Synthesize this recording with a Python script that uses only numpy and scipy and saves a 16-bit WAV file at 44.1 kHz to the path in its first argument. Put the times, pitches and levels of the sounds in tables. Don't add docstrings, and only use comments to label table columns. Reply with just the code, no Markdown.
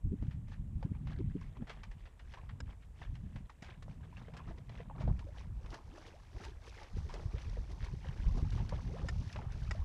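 import sys
import numpy as np
from scipy import signal
from scipy.fft import rfft, irfft
from scipy.io import wavfile

SR = 44100
rng = np.random.default_rng(int(sys.argv[2]) if len(sys.argv) > 2 else 0)


def generate_wav(signal):
    frames = np.transpose(np.atleast_2d(signal))
    scaled = np.clip(frames, -1, 1) * 32767
    pcm = np.round(scaled).astype(np.int16)
    wavfile.write(sys.argv[1], SR, pcm)


def decibels_to_gain(level_db):
    exponent = np.asarray(level_db, float) / 20
    return 10 ** exponent


N = 433944


def rms_one(x):
    return x / np.sqrt(np.mean(x ** 2) + 1e-20)


def in_time(rows):
    s, *columns = np.transpose(rows)
    return [np.interp(np.arange(N) / SR, s, column) for column in columns]


def at_hz(points, hz):
    table_hz, table_db = np.transpose(points)
    return np.interp(np.log(hz), np.log(table_hz), table_db)


def coloured(spectrum, low_hz, high_hz):
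    hz = np.arange(N // 2 + 1) * SR / N + 1
    edges = 1 / np.sqrt((1 + (low_hz / hz) ** 8) * (1 + (hz / high_hz) ** 8))
    white = rfft(rng.standard_normal(N))
    return rms_one(irfft(white * decibels_to_gain(at_hz(spectrum, hz)) * edges, N))


def drift(rate_hz):
    every = 40
    r = np.exp(-2 * np.pi * rate_hz * every / SR)
    noise = rng.standard_normal(N // every + 2002)
    slow = signal.lfilter([1], [1, -2 * r, r * r], noise)[2000:]
    return np.interp(np.arange(N) / every, np.arange(len(slow)), rms_one(slow))


def add(out, s, sound):
    i = int(s * SR)
    out[i:i + len(sound)] += sound[:N - i]


def bursts(starts, t60s, rise_s):
    out, t = np.zeros(N), np.arange(SR // 4) / SR
    for (s, level_db), t60 in zip(starts, t60s):
        fall_db = -60 * t / np.clip(t60, .01, .3)
        add(out, s, (1 - np.exp(-t / rise_s)) * decibels_to_gain(level_db + fall_db))
    return out


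def bubble(hz, cycles, rise, onset_cycles=0.1):
    t = np.arange(int(cycles / hz * SR)) / SR
    pitch = np.minimum(hz * 2 ** (rise * t), SR / 2.5)
    turns = np.cumsum(pitch) / SR
    return (1 - np.exp(-turns / onset_cycles)) * decibels_to_gain(-40 * turns / cycles) * np.sin(2 * np.pi * turns)


# frequency in Hz, relative level in dB.
HISS_SPECTRUM = [(180, -4), (300, 1.5), (1020, -5.5), (1510, -14.5), (2130, -15), (3610, -19),
                 (4630, -27.5), (7590, -17.5), (12400, -27.5), (15400, -31.5)]


def hiss():
    return decibels_to_gain(-73.5) * coloured(HISS_SPECTRUM, 170, 16000)


# time in seconds, deep buffeting in dB, small eddies relative to it in dB.
WIND_STRENGTH = [(0.0, -58, -7), (0.05, -44.5, -1.5), (1.29, -43.5, -0.5), (2.27, -54.5, -15),
                 (2.63, -43, -3.5), (2.82, -49.5, -12), (3.37, -43.5, -1.5), (3.51, -58.5, -8),
                 (3.94, -47, -2.5), (4.9, -50.5, -1.5), (5.12, -35.5, -5), (5.31, -49.5, -12.5),
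                 (5.45, -43, -5.5), (5.84, -52.5, -8.5), (6.9, -50, -16.5), (6.99, -33.5, -15),
                 (7.04, -43.5, -9.5), (8.06, -40, -11.5), (8.44, -32, -8.5), (8.71, -39, -5.5),
                 (9.26, -36.5, -7.5), (9.29, -47.5, -6), (9.81, -34, -10.5), (9.84, -41, -15)]
# crest in seconds, level in dB, half width in seconds.
AIR_PUFFS = [(.13, -35.5, 0.019), (0.229, -41, 0.0041), (0.866, -45, 0.0088), (0.92, -39, 0.0037),
             (1.204, -38, 0.015), (1.363, -36, 0.013), (1.616, -44, 0.018), (3.626, -41.5, 0.0035),
             (6.412, -48, 0.0064), (6.97, -39.5, 0.0036), (7.34, -40.5, 0.0059), (7.94, -43.5, 0.0063),
             (8.375, -41.5, 0.0082), (8.428, -44, 0.0069)]
# middle in seconds, relative level in dB, pitch in Hz.
WIND_LUMPS = [(0.116, -27.5, 80.6), (0.286, -24.5, 107), (0.348, -28, 106), (0.853, -25, 137),
              (0.918, -24, 113), (1.213, -32, 168), (1.247, -28, 121), (1.275, -29, 113),
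              (1.625, -31.5, 166), (2.538, -32, 87), (5.009, -29, 100), (5.113, -24, 102), (6.99, -28, 81),
              (7.05, -30, 65), (7.261, -26, 83), (7.348, -25.5, 76), (7.938, -27, 104), (8.094, -27.5, 104),
              (8.374, -26, 89), (8.426, -26, 78), (8.52, -26, 70.5), (9.166, -29, 109), (9.203, -27.5, 92),
              (9.472, -29, 89), (9.624, -28, 93)]
# frequency in Hz, relative level per Hz in dB.
EDDY_SPECTRUM = [(11, -43), (18, -2), (48, 1), (89, -3), (154, -10.5), (420, -34), (550, -52), (920, -120)]


def wind():
    lump_cycles = 0.33
    deep_db, small_db = in_time(WIND_STRENGTH)
    shared = drift(10.9)
    deep = coloured(EDDY_SPECTRUM, 27, 100.5) * decibels_to_gain(3.34 * shared + 1.2 * drift(14.0))
    small = coloured(EDDY_SPECTRUM, 103.7, 287) * decibels_to_gain(2.36 * shared + 2.63 * drift(24))
    buffeting = decibels_to_gain(deep_db) * (rms_one(deep) + decibels_to_gain(small_db) * rms_one(small))
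    puffs, lumps, t = np.zeros(N), np.zeros(N), np.arange(-SR // 20, SR // 20) / SR
    for s, level_db, width_s in AIR_PUFFS:
        add(puffs, s + t[0], decibels_to_gain(level_db) * np.exp(-(t / width_s) ** 2))
    for s, level_db, hz in WIND_LUMPS:
        outline = np.exp(-(t * hz / lump_cycles) ** 2 / 2)
        add(lumps, s + t[0], decibels_to_gain(level_db - 1.5) * outline * np.sin(2 * np.pi * hz * t))
    return buffeting + lumps + puffs * coloured(EDDY_SPECTRUM, 222, 600)


# start in seconds, peak in dB, rattle length in seconds,
# brightness in dB per octave above 2000 Hz, pitch of the main ring in Hz.
HARD_KNOCKS = [(2.603, -37, 0.0067, 1, 1620), (9.0856, -33, 0.011, 0.5, 1803),
               (9.7095, -31, 0.0089, -2, 1934)]
# pitch in Hz, level in dB, time to fall 60 dB in seconds.
KNOCK_MODES = [(970, -6, .012), (1450, -3, .010), (2150, -5, .006), (2750, -8, .006), (3700, -10, .004),
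               (5050, -5, .006), (7000, -12, .004)]


def knocks():
    main_ring_db = 1
    out, t = np.zeros(N), np.arange(SR // 10) / SR
    soft_contact = signal.butter(4, 7500, fs=SR, output="sos")
    for s, peak_db, rattle_s, bright_db, ring_hz in HARD_KNOCKS:
        outline = np.exp(-(t / rattle_s) ** 2)
        rattle = signal.sosfilt(soft_contact, rng.standard_normal(len(t))) * outline
        main_ring = t / (t + .002) * outline * np.sin(2 * np.pi * ring_hz * t)
        knock = decibels_to_gain(main_ring_db) * rms_one(main_ring)
        for hz, level_db, t60 in KNOCK_MODES:
            ring = decibels_to_gain(-60 * t / t60) * np.sin(2 * np.pi * hz * t)
            mode = rms_one(signal.fftconvolve(rattle, ring)[:len(t)])
            knock = knock + decibels_to_gain(level_db + bright_db * max(np.log2(hz / 2000), 0)) * mode
        add(out, s, decibels_to_gain(peak_db) * knock / np.abs(knock).max())
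    return out


# start in seconds, level in dB.
DROP_FLICKS = [(5.704, -51.5), (6.6942, -53), (6.8305, -49.5), (7.418, -54), (7.4954, -52.5), (8.5041, -49),
               (9.3265, -45.5), (9.5203, -51.5)]


def flicks():
    t60_s = 0.021
    return bursts(DROP_FLICKS, [t60_s] * len(DROP_FLICKS), 0.00091) * coloured(SPLASH_SPECTRUM, 4250, 11000)


def patter(stir_db):
    per_s, level_db, t60_s = 70, 2.5, 0.026
    when, size = rng.random((int(per_s * N / SR), 2)).T
    starts = list(zip(when * (N - 1) / SR, -3.5 * np.log(1.01 - size)))
    heavy = bursts(starts[::2], [t60_s] * len(when), 0.00086) * coloured(SPLASH_SPECTRUM, 500, 1500)
    light = bursts(starts[1::2], [t60_s / 2] * len(when), 0.00091) * coloured(SMACK_SPECTRUM, 1100, 3900)
    return decibels_to_gain(stir_db + level_db) * (heavy + light)


# frequency in Hz, relative level in dB.
SPLASH_SPECTRUM = [(240, 3), (534, -3.5), (964, -1), (1140, -4.5), (1970, -10.5), (2430, -12), (3700, -17),
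                   (4700, -21), (6200, -24), (7000, -34.5), (8960, -42.5), (10700, -38), (11900, -57),
                   (15000, -60)]


def swarm(count, low_hz, high_hz, cycles, climb, spread_db):
    out = np.zeros(N)
    for when, pitch, size, life in rng.random((count, 4)):
        hz = low_hz * (high_hz / low_hz) ** pitch
        size_db = -spread_db * np.log(1.015 - size)
        gain = decibels_to_gain(at_hz(SPLASH_SPECTRUM, hz) + size_db) * np.sqrt(hz)
        add(out, when * (N - 1) / SR, gain * bubble(hz, cycles * (0.79 + life), climb * hz / cycles))
    return rms_one(out)


def water(stir_db, low_hz, high_hz, count, cycles, climb, bubbles_db, wash_db, flicker_db, flicker_rate):
    bubbles = swarm(count, low_hz, high_hz, cycles, climb, spread_db=1.0)
    wash = coloured(SPLASH_SPECTRUM, low_hz, high_hz) * decibels_to_gain(flicker_db * drift(flicker_rate))
    return decibels_to_gain(stir_db) * (decibels_to_gain(bubbles_db) * bubbles + decibels_to_gain(wash_db) * rms_one(wash))


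# crest in seconds, squelch in dB, gurgle relative to it in dB,
# extra spray in dB, length in seconds (half the time from start to end, before any lingering).
LEG_STRIDES = [(0.26, -71, 3, 5, 0.3), (0.527, -60, -4, 3, 0.091), (0.847, -72.5, 10.5, 6, 0.11),
               (0.955, -66, 3, -12, 0.067), (1.116, -60.5, 0, 2, 0.11), (1.201, -65.5, 2.5, 0, 0.091),
               (1.303, -66, -12, -7, 0.052), (1.432, -66.5, -4, 5, 0.2), (1.571, -61.5, 5, -2, 0.029),
               (1.623, -67.5, 13.5, 0, 0.032), (1.775, -67, 0, -4, 0.31), (2.013, -70.5, -13, 0, 0.23),
               (2.33, -63.5, -16, 3, 0.15), (2.403, -70.5, 4, -1, 0.44), (2.705, -61.5, -2, -5, 0.09),
               (2.834, -67, -4, -6, 0.049), (3.027, -56, -3, -1, 0.087), (3.15, -74, -11, 1, 0.2),
               (3.333, -73.5, 1, -1, 0.47), (3.52, -70, -13, 0, 0.078), (3.696, -58.5, -2.5, -6, 0.14),
               (3.916, -68, 6, 6.5, 0.094), (4.041, -67, 3, -7, 0.1), (4.2, -64, -4, -0.5, 0.27),
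               (4.398, -60.5, 5.5, -10, .1), (4.494, -61.5, 8.5, 1, 0.082), (4.586, -65, 8, 8, 0.038),
               (4.781, -61.5, 0, 6.5, 0.22), (5.008, -61.5, 13, 2, 0.13), (5.096, -67, 13, -10, 0.074),
               (5.21, -69.5, 5, 0, 0.25), (5.29, -85, 13, 17, 0.088), (5.395, -59.5, 2.5, 1.5, 0.12),
               (5.644, -70, 11, 2, 0.21), (5.746, -57, 7, 6.5, 0.097), (5.981, -63.5, 6, 5, 0.22),
               (6.074, -61.5, 2.5, 4, 0.15), (6.443, -58, 5, 10, 0.2), (6.671, -63.5, 4, 16, 0.16),
               (6.786, -58.5, -0.5, 5.5, 0.22), (6.978, -66, 7, 4, 0.074), (7.161, -61, 12, -14, 0.15),
               (7.416, -62, 2.5, -2, 0.35), (7.546, -66, 4, -2, 0.12), (7.719, -61.5, 8.5, 1.5, 0.067),
               (7.847, -58, 4, -1, 0.13), (8.064, -57.5, 1, -18, 0.1), (8.14, -66, -9, -2, 0.34),
               (8.257, -63, 4.5, -3, 0.42), (8.383, -65.5, 9, 6.5, 0.17), (8.572, -57, 4, -0.5, 0.19),
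               (8.747, -57.5, 4, -8, 0.14), (9.006, -62, 9.5, -13, 0.19), (9.13, -76, 7, 6, 0.12),
               (9.318, -58.5, -4, -10, 0.14), (9.399, -60, 13, -14, 0.11), (9.532, -61, 2.5, -2, 0.11),
               (9.68, -65, -10, 1.5, 0.3), (9.744, -65.5, 9.5, 5, 0.11)]


def stirring(crest_db, lingers, between_db):
    drop_db, rise_share = -24.5, 0.47
    t, power = np.arange(0, N + 64, 64) / SR, 0
    for (s, *_, length_s), top_db in zip(LEG_STRIDES, crest_db):
        before = (s - t) / rise_share
        after = (t - s) / ((1 - rise_share) * lingers)
        away = np.maximum(before, after) / (2 * length_s)
        power = power + decibels_to_gain(top_db + drop_db * away) ** 2
    return 10 * np.log10(np.interp(np.arange(N) / SR, t, power) + decibels_to_gain(between_db) ** 2)


def spray(slosh_db, spray_db):
    _, push_db, _, drops_db, _ = np.transpose(LEG_STRIDES)
    stir_db = stirring(push_db + drops_db, 0.73, slosh_db + 4.5) + spray_db
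    return water(stir_db, 4360, 15000, count=5000, cycles=5.4, climb=0.38,
                 bubbles_db=-7.0, wash_db=0.0, flicker_db=2.5, flicker_rate=86)


def gurgle(slosh_db):
    _, push_db, air_db, _, _ = np.transpose(LEG_STRIDES)
    stir_db = stirring(push_db + air_db, 1.09, slosh_db + 5.5)
    return water(stir_db, 288.0, 1363, count=1100, cycles=12, climb=0.4,
                 bubbles_db=-4, wash_db=-7.5, flicker_db=2.5, flicker_rate=30)


def squelch(stir_db):
    return water(stir_db, 1480, 3590, count=2200, cycles=18.2, climb=0.41,
                 bubbles_db=-3, wash_db=-7.5, flicker_db=2.2, flicker_rate=45)


# start in seconds, strength in dB, pitch in Hz, rise in octaves per second.
AIR_POCKETS = [(1.414, -46, 1030, 11), (2.372, -42.5, 960, 6), (2.384, -46, 1080, 4),
               (2.394, -48, 1080, -4), (4.006, -53, 980, 2), (4.127, -45.5, 945, 8), (4.169, -42, 2700, 1),
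               (4.278, -53, 371, 28.5), (4.403, -39.5, 1040, 4), (4.51, -40.5, 675, -3),
               (4.799, -37.5, 447, 12), (4.909, -36.5, 860, 2), (5.009, -35, 590, 17), (5.077, -53, 690, 2),
               (5.212, -49, 940, 1), (5.226, -47, 950, -1), (5.245, -44.5, 290, 4), (5.268, -43, 523, 6),
               (5.288, -42, 570, 5), (5.746, -47, 920, 3), (5.772, -45, 900, -6), (5.905, -49, 200, 19),
               (5.958, -43, 360, 2), (5.978, -42, 563, 10), (6.074, -45, 424, 10), (6.135, -49, 508, 19),
               (6.335, -51.5, 241, 19.5), (6.466, -42, 865, 9), (6.515, -49, 382, -14),
               (6.676, -44, 463, 8), (6.814, -41, 823, 2), (7.062, -46, 390, 12), (7.095, -40, 944, 6),
               (7.139, -38, 396, 13), (7.162, -45, 915, 1), (7.193, -46, 1000, -18), (7.339, -46, 370, 20),
               (7.572, -37.5, 450, 9), (7.862, -43, 1020, 4), (7.884, -44, 950, 6), (8.056, -42, 520, 1),
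               (8.377, -39.5, 713, 11), (8.598, -47, 354, 7), (8.447, -44, 830, 6), (8.582, -41, 860, 1),
               (8.6, -39.5, 910, 2), (8.722, -33, 946, 8), (8.724, -32, 558, 7), (8.885, -46, 326, 25),
               (8.93, -39, 332, 28.5), (9.045, -36.5, 526, 8.4), (9.389, -35, 856, 4),
               (9.503, -53, 1490, 2), (9.62, -48, 1510, 3), (9.676, -46, 1270, -3), (9.75, -37, 606, 11)]


def plops():
    out = np.zeros(N)
    for s, level_db, hz, rise in AIR_POCKETS:
        cycles = max(12.2 + 4.6 * np.log2(hz / 500), 5)
        if rise > 17:
            cycles = 55
        add(out, s, decibels_to_gain(level_db) * bubble(hz, cycles, rise, onset_cycles=cycles / 12))
    return out


# start in seconds, level in dB, starting pitch in Hz.
MUD_SUCKS = [(2.492, -48, 1450), (3.495, -47, 1550)]


def sucks():
    sink_s, ends_at = .0045, .5
    out, t = np.zeros(N), np.arange(SR // 20) / SR
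    outline = t / (t + .001) * np.exp(-(t / (2 * sink_s)) ** 2)
    for s, level_db, hz in MUD_SUCKS:
        pitch = hz * (ends_at + (1 - ends_at) * np.exp(-t / sink_s))
        add(out, s, decibels_to_gain(level_db) * outline * np.sin(2 * np.pi * np.cumsum(pitch) / SR))
    return out


# start in seconds, strength in dB, fullness (lows) in dB,
# brightness (treble) in dB, time to fall 60 dB in seconds; fullness and brightness are relative to the strength.
SURFACE_SLAPS = [(0.2238, -51.5, 11, -13, 0.027), (0.307, -53, -21, -16.5, 0.15),
                 (0.482, -53, -8, -9, 0.055), (0.827, -45.5, 10, -14, 0.033), (1.07, -46.5, -5.5, -18, 0.1),
                 (1.1143, -57, -3, -30, 0.06), (1.41, -49.5, -17, -11.5, 0.034),
                 (1.6698, -50, -6.5, -17, 0.23), (1.695, -42, -6, -18, 0.14),
                 (1.833, -44, -22, -15.5, 0.077), (1.9126, -49.5, -4, -13, 0.065),
                 (2.0542, -52.5, -4, -18, 0.16), (2.193, -49, -23, -18, 0.09),
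                 (2.3373, -39, -5, -19.5, 0.064), (2.374, -56, -3, -29, 0.16),
                 (2.4908, -43, -23, -28, 0.079), (3.153, -48, -26, -15.5, 0.058),
                 (3.358, -51, -4, -16.5, 0.15), (3.4957, -47.5, -13, -15, 0.048),
                 (3.6217, -48.5, -3.5, -10, 0.19), (3.8234, -47, -2, -11, 0.054),
                 (3.8802, -62.5, 19.5, -8, 0.034), (4.1686, -51, -2, -18, 0.14),
                 (4.2828, -52, 12.5, -20, 0.034), (4.336, -49.5, 4, -15, 0.095),
                 (4.367, -42.5, -16, -11.5, 0.065), (4.4723, -59, 4, -20, 0.075),
                 (4.6939, -45.5, 1, -17, 0.043), (4.722, -48, -9, -28, 0.031),
                 (4.802, -45.5, 2.5, -41, 0.055), (4.898, -53, 17.5, -35, 0.023),
                 (5.007, -50, -2, -12.5, 0.18), (5.0756, -53, 18, -26, 0.053),
                 (5.191, -44.5, -15, -15, 0.053), (5.66, -46, -7, -15, 0.038),
                 (5.742, -38, -29, -10.5, 0.03), (6.3644, -48, -6, -12, 0.018),
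                 (6.4485, -38.5, -18, -8.5, 0.039), (6.814, -53, 1.5, -17, 0.29),
                 (7.088, -48, -13, -12, 0.24), (7.1389, -42.5, -12, -5.5, 0.042),
                 (7.3816, -43, -15, -20, 0.041), (7.569, -50, 13.5, -20, 0.03),
                 (7.8457, -39.5, -9, -9, 0.029), (8.0557, -57, -3, -20, 0.1), (8.382, -56, 13, -12, 0.067),
                 (8.5203, -47.5, -15, -12, 0.081), (8.692, -41, -3, -6, 0.029),
                 (8.7235, -53.5, 16, -24, 0.072), (8.8753, -48.5, -10, -25, 0.043),
                 (9.359, -39.5, 4, -25, 0.055)]
# frequency in Hz, relative level per Hz in dB.
SMACK_SPECTRUM = [(240, -49), (400, 6.5), (1250, -7), (1910, -5), (2470, -8.5), (3190, -7.5), (4260, -7.5),
                  (4880, -8.5), (6130, -14), (7810, -21), (15000, -46)]


def slaps():
    s, level_db, full_db, bright_db, t60 = np.transpose(SURFACE_SLAPS)
    low = bursts(zip(s, level_db + full_db - 3.5), 0.77 * t60, 0.0013) * coloured(SMACK_SPECTRUM, 546, 1150)
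    body = bursts(zip(s, level_db - 7.5), t60, 0.0011) * coloured(SMACK_SPECTRUM, 950, 3020)
    edge_outline = bursts(zip(s, level_db + bright_db - 5.5), 1.12 * t60, 0.00059)
    edge = edge_outline * coloured(SMACK_SPECTRUM, 4500, 16000)
    ragged = decibels_to_gain(2.2 * drift(120))
    return low + ragged * (body + edge)


def ground_echo(x):
    dull = signal.lfilter([.4], [1, -.6], x)
    out = x.copy()
    add(out, .013, decibels_to_gain(-11.5) * dull)
    return out


# time in seconds, slosh left between strides in dB, level added to the spray in dB.
TRAIL_WETNESS = [(0, -94, -20), (.7, -84, -15), (1.5, -80.5, -18), (2.9, -84, -11.5), (3.8, -85, -13.5),
                 (4.5, -75, -14.5), (4.9, -86, -25), (5.1, -83, -7.5), (5.5, -80, -12), (6.2, -73, -10),
                 (6.6, -78, -19.5), (7.0, -70, -6.5), (8.0, -73, -6.5), (9.0, -66.5, -8.5),
                 (9.35, -68.5, -4), (9.47, -75.5, -10), (9.6, -69, -6), (9.84, -66, -13.5)]


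def scene():
    slosh_db, spray_db = in_time(TRAIL_WETNESS)
    push_db = np.transpose(LEG_STRIDES)[1]
    stir_db = stirring(push_db, 0.84, slosh_db)
    air = hiss() + wind()
    drops = flicks() + patter(stir_db) + spray(slosh_db, spray_db)
    mud = gurgle(slosh_db) + squelch(stir_db)
    hooves = ground_echo(plops() + sucks() + slaps())
    return (air + knocks() + drops + mud + hooves)[None]


def roll_off(x):
    return signal.sosfilt(signal.butter(12, 15100, fs=SR, output="sos"), x)


def record(dry):
    return roll_off(dry)


dry = scene()
out = record(dry)
generate_wav(out)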